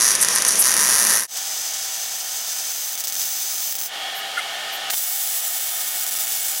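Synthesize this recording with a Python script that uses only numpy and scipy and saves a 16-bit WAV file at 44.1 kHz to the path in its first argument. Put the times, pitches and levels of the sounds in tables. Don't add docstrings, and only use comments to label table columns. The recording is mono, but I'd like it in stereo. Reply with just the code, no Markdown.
import sys
import numpy as np
from scipy import signal
from scipy.fft import rfft, irfft
from scipy.io import wavfile
from scipy.ndimage import uniform_filter1d

SR = 44100
rng = np.random.default_rng(int(sys.argv[2]) if len(sys.argv) > 2 else 0)


def unload_audio(sound):
    columns = np.transpose(np.atleast_2d(sound))
    steps = np.round(np.clip(columns, -1, 1) * 32767)
    wavfile.write(sys.argv[1], SR, steps.astype(np.int16))


N = 291060

# time in seconds, level over the arc strength in dB,
# length in seconds of the stall before it.
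SNAPS = [(0.1527, 23.5, 0.004), (0.218, 14, 0.061), (0.228, 23, 0.0098), (0.2348, 17, 0.021),
         (0.248, 22.5, 0.013), (0.2862, 24, 0.047), (0.361, 23, 0), (0.3762, 17, 0), (0.3847, 21, 0),
         (0.4224, 23.5, 0.023), (0.4505, 25, 0.026), (0.4878, 21, 0), (0.4926, 22, 0.0046),
         (0.5078, 22, 0.0068), (0.5229, 17, 0), (0.5562, 18, 0), (0.605, 7, 0), (0.6203, 16, 0),
         (0.6251, 22, 0.013), (0.7407, 23, 0), (0.7524, 8, 0.027), (0.7673, 23, 0.021), (1.051, 20, 0),
         (1.07, 22, 0.0027)]
# time in seconds, click level in dB,
# length in seconds of the stall before it.
RESTRIKES = [(2.9543, -7, 0), (2.9772, -8, .022), (3.0398, -4, .024), (3.0724, -5, .018), (3.0798, -7, 0),
             (3.0994, -8, .008), (3.1241, -4, .024), (3.1426, -8, .008), (3.1536, -4, .008),
             (3.1644, -6, .008), (3.1968, -5, 0), (3.2165, -5, 0), (3.7255, -6, 0), (3.7536, -4, .02),
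             (3.7895, -7, .02), (3.8143, -4, .008), (3.8221, -7, .006), (3.836, -8, .012), (4.901, -12, 0),
             (4.9059, -4, 0), (4.9111, -6, 0), (4.9397, -6, 0), (6.0657, -4, .022), (6.0911, -8, 0),
             (6.1108, -6, .016), (6.1316, -5, .006), (6.1527, -4, .01), (6.1878, -4, .01),
             (6.2705, -5, .015), (6.2797, -7, 0), (6.3219, -5, 0)]
# time in seconds, level in dB, gain above 12 kHz in dB.
ARC = [
    [(0, -15.5, -5), (.12, -18, -5), (.5, -19, -7), (.65, -18.5, 1), (1.272, -19.5, 5.5)],
    [(1.272, -30, -1), (1.8, -29.5, -3), (2.2, -32, 0.5), (2.6, -29.5, 0), (2.9, -31.5, 6),
     (3.2, -29.5, 6.5), (3.5, -28.5, 4.5), (3.86, -34.5, 11.5), (3.9, -47, 3)],
    [(4.901, -30.5, 2), (5.3, -30, 1.5), (5.8, -31, -0.5), (6.2, -28.5, -1), (6.6, -29.5, -1)],
]
# crackle in dB, hiss in dB, bare click in dB,
# smear from 0 to 1, diffuse tail in dB.
ARC_MIX = [(-3.5, -2, -31, 0.54, -7.5), (3, -0.5, -35.5, 0.08, -2.5), (5, 4, -49, 0.25, -6)]
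# time in seconds, level in dB.
SHOP = [
    [(0, -34.5), (1.272, -34)],
    [(1.272, -45.5), (3.86, -49), (3.94, -38.5), (4.905, -37.5), (4.915, -50), (4.938, -33.5), (4.946, -53),
     (5.02, -46), (5.9, -44), (6.6, -45)],
]


def arc(k):
    # rate per second, gap jitter from 0 to 1, size scatter in dB.
    trains = [(220, .5, 3), (430, .2, 2.2), (420, .22, 2.2)]
    # time in seconds, gain in dB.
    body = [(0, -4.5), (.44, -2.5), (.6, -15), (.66, -2.5), (1.272, -1)]
    crackle_db, hiss_db, *_ = ARC_MIX[k]
    steel = place(k)

    crackle = undb(crackle_db) * droplets(*trains[k])
    hiss = undb(hiss_db) * rng.standard_normal(N) * undb(1.7 * walk(60))
    strength = undb(curve(ARC[k], 1) + stalls(k))
    sizzle = through(strength * (crackle + hiss), steel / np.sqrt(np.sum(steel ** 2)))

    clicks = loud_clicks(k)
    peak = steel.argmax() if k == 0 else steel.argmin()
    out = sizzle + np.roll(through(clicks, steel), -peak)

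    treble = signal.sosfiltfilt(signal.butter(2, 12000, "highpass", fs=SR, output="sos"), out)
    treble_gain = undb(np.maximum(curve(ARC[k], 2), -20))
    out = out + (treble_gain - 1) * treble
    if k == 0:
        low = signal.sosfiltfilt(signal.butter(2, 3000, fs=SR, output="sos"), out)
        return out + (undb(curve(body, 1)) - 1) * low
    pop_db = -3
    return out - undb(pop_db) * clicks


def droplets(rate, jitter, scatter_db):
    chance = rng.standard_normal((N // 40, 2))
    pace = 1 + .04 * walk(4)[::40][:len(chance)]
    gaps = SR / rate * pace * np.exp(jitter * chance[:, 0])
    at = np.cumsum(gaps).astype(int)
    out = np.zeros(N)
    out[at[at < N]] = undb(scatter_db * chance[at < N, 1])
    return unit(out)


def loud_clicks(k):
    # start in seconds, end in seconds, rate per second.
    snap_runs = [(0, .123, 107), (.633, .73, 110), (.77, 1.046, 130), (1.085, 1.255, 114)]
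    # start and end in seconds, rate per second.
    unsteady = [(2.98, 3.015, 82), (3.17, 3.3, 67), (3.53, 3.865, 24), (4.96, 5.0, 65), (5.95, 6.04, 40),
                (6.19, 6.33, 40)]
    snap_db, wait_db, snap_scatter_db = 19, 2.5, 1.3
    sputter_db, sputter_scatter_db = -9.5, 2
    out = np.zeros(N)
    if k == 0:
        at, wait, size = runs(snap_runs, jitter=.2)
        out[at] = undb(snap_db + wait_db * np.log2(wait) + snap_scatter_db * size)
        for s, db, _ in SNAPS:
            out[int(s * SR)] = undb(db)
        return out * undb(curve(ARC[0], 1))
    at, _, size = runs(unsteady, jitter=.5)
    out[at] = undb(sputter_db + sputter_scatter_db * size)
    for s, db, _ in RESTRIKES:
        out[int(s * SR)] = undb(db)
    t = np.arange(N) / SR
    return out * (t > ARC[k - 1][-1][0]) * (t <= ARC[k][-1][0])


def runs(spans, jitter):
    rows = []
    for start, end, rate in spans:
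        chance = rng.standard_normal((64, 2))
        wait = np.exp(jitter * chance[:, 0] - jitter ** 2 / 2)
        s = start + np.cumsum(wait) / rate
        rows.append(np.c_[s * SR, wait, chance[:, 1]][s < end])
    at, wait, size = np.vstack(rows).T
    return at.astype(int), wait, size


def stalls(k):
    depth_db = [-3, -9, -7.5]
    events = RESTRIKES if k else SNAPS
    return depth_db[k] * sum(bump(s - length / 2, length) for s, _, length in events if length > 0)


def place(k):
    # frequency in Hz, spectral density in dB.
    colours = [
        [(500, -36), (1000, -10), (3100, -22.5), (5000, -7.5), (7750, -16.5), (10000, -8), (12200, -13.5),
         (16000, -26.5)],
        [(500, -27.5), (2000, -20.5), (4000, -14.5), (6500, -7), (9300, -15.5), (14000, -17.5), (16000, -17)],
        [(500, -29), (2000, -16), (4100, -12), (7400, -6), (9000, -10), (12400, -10), (16000, -9.5)],
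    ]
    # frequency in Hz, width in Hz, level in dB.
    rings = [
        [(1300, 170, -7.5), (1760, 480, -4.5), (5790, 370, -2.5), (6120, 270, -1.5), (6770, 1000, -6.5),
         (9180, 1500, -7), (10600, 650, -4), (11030, 380, -7)],
        [(3580, 160, -11), (4920, 600, -13), (6110, 300, -1.5), (6600, 300, -13), (8000, 300, -10.5),
         (7920, 1100, -18.5), (9940, 570, -15.5), (11250, 660, -13.5), (13450, 600, -10.5), (15500, 850, -12)],
        [(3560, 170, -5), (5100, 980, -9.5), (6040, 520, -4.5), (7130, 190, -2.5), (8000, 500, -3.5),
         (10060, 810, -4.5), (11040, 860, -3.5), (14630, 1900, -0.5)],
    ]
    delays_ms = [.23, .42]
    tail_t60_s = 0.069
    *_, click_db, smear, tail_db = ARC_MIX[k]
    steel = response(colours[k], rings[k])
    steel /= np.abs(steel).max()
    steel[0] += undb(click_db)
    for ms in delays_ms:
        a = np.zeros(int(ms * SR / 1000) + 1)
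        a[0], a[-1] = 1, -smear
        steel = signal.lfilter(a[::-1], a, steel)
    t = np.arange(len(steel)) / SR
    decay = undb(-60 * t / tail_t60_s)
    tail = rng.standard_normal(len(t)) * decay * np.minimum(t / 0.002, 1)
    paths = undb(tail_db) * tail / np.sqrt(np.sum(tail ** 2))
    paths[0] = 1
    h = signal.fftconvolve(steel, paths)
    return h / h[np.abs(h).argmax()]


def hisses():
    # centre in seconds, length in seconds, level in dB, lowest and highest frequency in Hz.
    puffs = [(0.223, 0.028, -12, 8000, 11400), (.355, 0.0081, -14, 8240, 12000),
             (0.484, 0.011, -13, 8400, 11500), (0.606, 0.035, -10, 8600, 12100),
             (4.178, 0.057, -35, 10900, 15900), (4.39, 0.031, -37.5, 8000, 10500),
             (4.748, 0.052, -34, 11000, 15800), (4.904, 0.0092, -21.5, 1300, 7560),
             (4.9436, 0.00085, -17, 300, 15000)]
    out = np.zeros(N)
    for s, length, db, lo_hz, hi_hz in puffs:
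        noise = unit(band(rng.standard_normal(N), lo_hz, hi_hz))
        out += undb(db) * bump(s, length) * noise
    return out


def squeak():
    # frequency in Hz, width in Hz, level in dB.
    modes = [(1420, 49, 3), (1760, 87, -7), (2100, 100, -3.5), (1295, 60, -8)]
    centre_s, length_s, level_db = 4.386, 0.03, -21.5
    tone = through(rng.standard_normal(N), response([(100, -52), (9000, -41)], modes))
    return undb(level_db) * bump(centre_s, length_s) * unit(tone)


def shop():
    # frequency in Hz, spectral density in dB.
    colours = [
        [(12, -56), (20, -18), (107, -15.5), (214, -0.5), (264, -7.5), (516, -0.5), (784, -2), (1700, -2.5),
         (3000, -2), (3900, -4.5), (6600, -120)],
        [(12, -92), (20, -62), (74, -33), (112, -47), (140, -23.5), (298, -25.5), (491, -16), (788, -3.5),
         (958, -14.5), (1450, -9.5), (2540, -11), (3080, -7), (15500, -27)],
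    ]
    # frequency in Hz, width in Hz, level in dB.
    rings = [
        [(212, 16, 0)],
        [(704, 110, -5.5), (1258, 40, -2.5), (1810, 160, -3.5), (2930, 210, -4), (3500, 38, -31),
         (4130, 90, -14)],
    ]
    out = 0
    for levels, colour, modes in zip(SHOP, colours, rings):
        hum = through(rng.standard_normal(N), response(colour, modes))
        hum /= np.std(band(hum, 150, 1000))
        out = out + hum * undb(curve(levels, 1) + 0.18 * walk(13))
    return out


def whine():
    # frequency in Hz, level over the shop machinery in dB.
    tones = [(300, -24.5), (420, -21), (698, -14), (778, -4.5), (1475, -9), (2216, -6), (2768, -11),
             (2950, -14), (3137, -4), (3187, -10.5), (3320, -4), (3505, -14.5), (3555, -8)]
    waver_db, pitch_spread = 2.2, 0.0008
    warped_t = np.arange(N) / SR + pitch_spread * np.cumsum(walk(6)) / SR
    out = np.zeros(N)
    for hz, db in tones:
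        level = undb(db + waver_db * walk(10))
        out += np.sqrt(2) * level * np.sin(2 * np.pi * hz * warped_t)
    return out * undb(curve(SHOP[1], 1))


def fade():
    silent_s, fade_out_s, fade_in_s, power = 1.272, 0.13, 0.1, 1.02
    t = np.arange(N) / SR - silent_s
    ramp = np.where(t < 0, -t / fade_out_s, t / fade_in_s)
    return np.minimum(ramp, 1) ** power


def response(spectrum, rings, size=8192):
    hz = np.arange(size // 2 + 1) * SR / size + 1
    points = np.array(spectrum, float)
    power = undb(2 * np.interp(np.log(hz), np.log(points[:, 0]), points[:, 1]))
    for f, width, db in rings:
        power += undb(2 * db) / (1 + (2 * (hz - f) / width) ** 2) ** 2
    cepstrum = irfft(np.log(power) / 2)
    cepstrum[1:size // 2] *= 2
    cepstrum[size // 2 + 1:] = 0
    return irfft(np.exp(rfft(cepstrum)))[:size // 2]


def through(x, h):
    return signal.oaconvolve(x, h)[:N]


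def band(x, lo_hz, hi_hz):
    return signal.sosfilt(signal.butter(3, [lo_hz, hi_hz], "bandpass", fs=SR, output="sos"), x)


def undb(db):
    return 10 ** (np.asarray(db, float) / 20)


def unit(x):
    return x / np.sqrt(np.mean(x ** 2))


def curve(table, column):
    rows = np.array(table, float)
    return np.interp(np.arange(N) / SR, rows[:, 0], rows[:, column], left=-120, right=-120)


def bump(s, length):
    return np.exp(-(2 * (np.arange(N) / SR - s) / length) ** 4)


def walk(rate):
    k = int(SR / rate)
    steps = np.repeat(rng.standard_normal(N // k + 1), k)
    smooth = uniform_filter1d(uniform_filter1d(steps, k), k)
    return unit(smooth[:N])


def scene():
    sources = arc(0) + arc(1) + arc(2) + hisses() + squeak() + shop() + whine()
    mid = fade() * sources
    side_db, side_top_hz = -34, 810
    flutter = unit(band(rng.standard_normal(N), 4.6, 37))
    side = undb(side_db) * band(mid * flutter, 20, side_top_hz)
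    return np.array([mid + side, mid - side])


def record(dry):
    threshold_db, ratio, release_s, top_hz = -10.5, 1.18, 0.015, 15850
    fall_db = 20 * np.log10(np.e) * np.arange(N) / SR / release_s
    level_db = 20 * np.log10(np.abs(dry).max(axis=0) + 1e-9)
    peak_db = np.maximum.accumulate(level_db + fall_db) - fall_db
    cut_db = np.maximum(peak_db - threshold_db, 0) * (1 - 1 / ratio)
    held = dry * undb(-uniform_filter1d(cut_db, size=31))
    rounded = np.tanh(1.058 * held) / 1.113
    return signal.sosfilt(signal.ellip(10, .2, 70, top_hz, fs=SR, output="sos"), rounded)


dry = scene()
out = record(dry)
unload_audio(out)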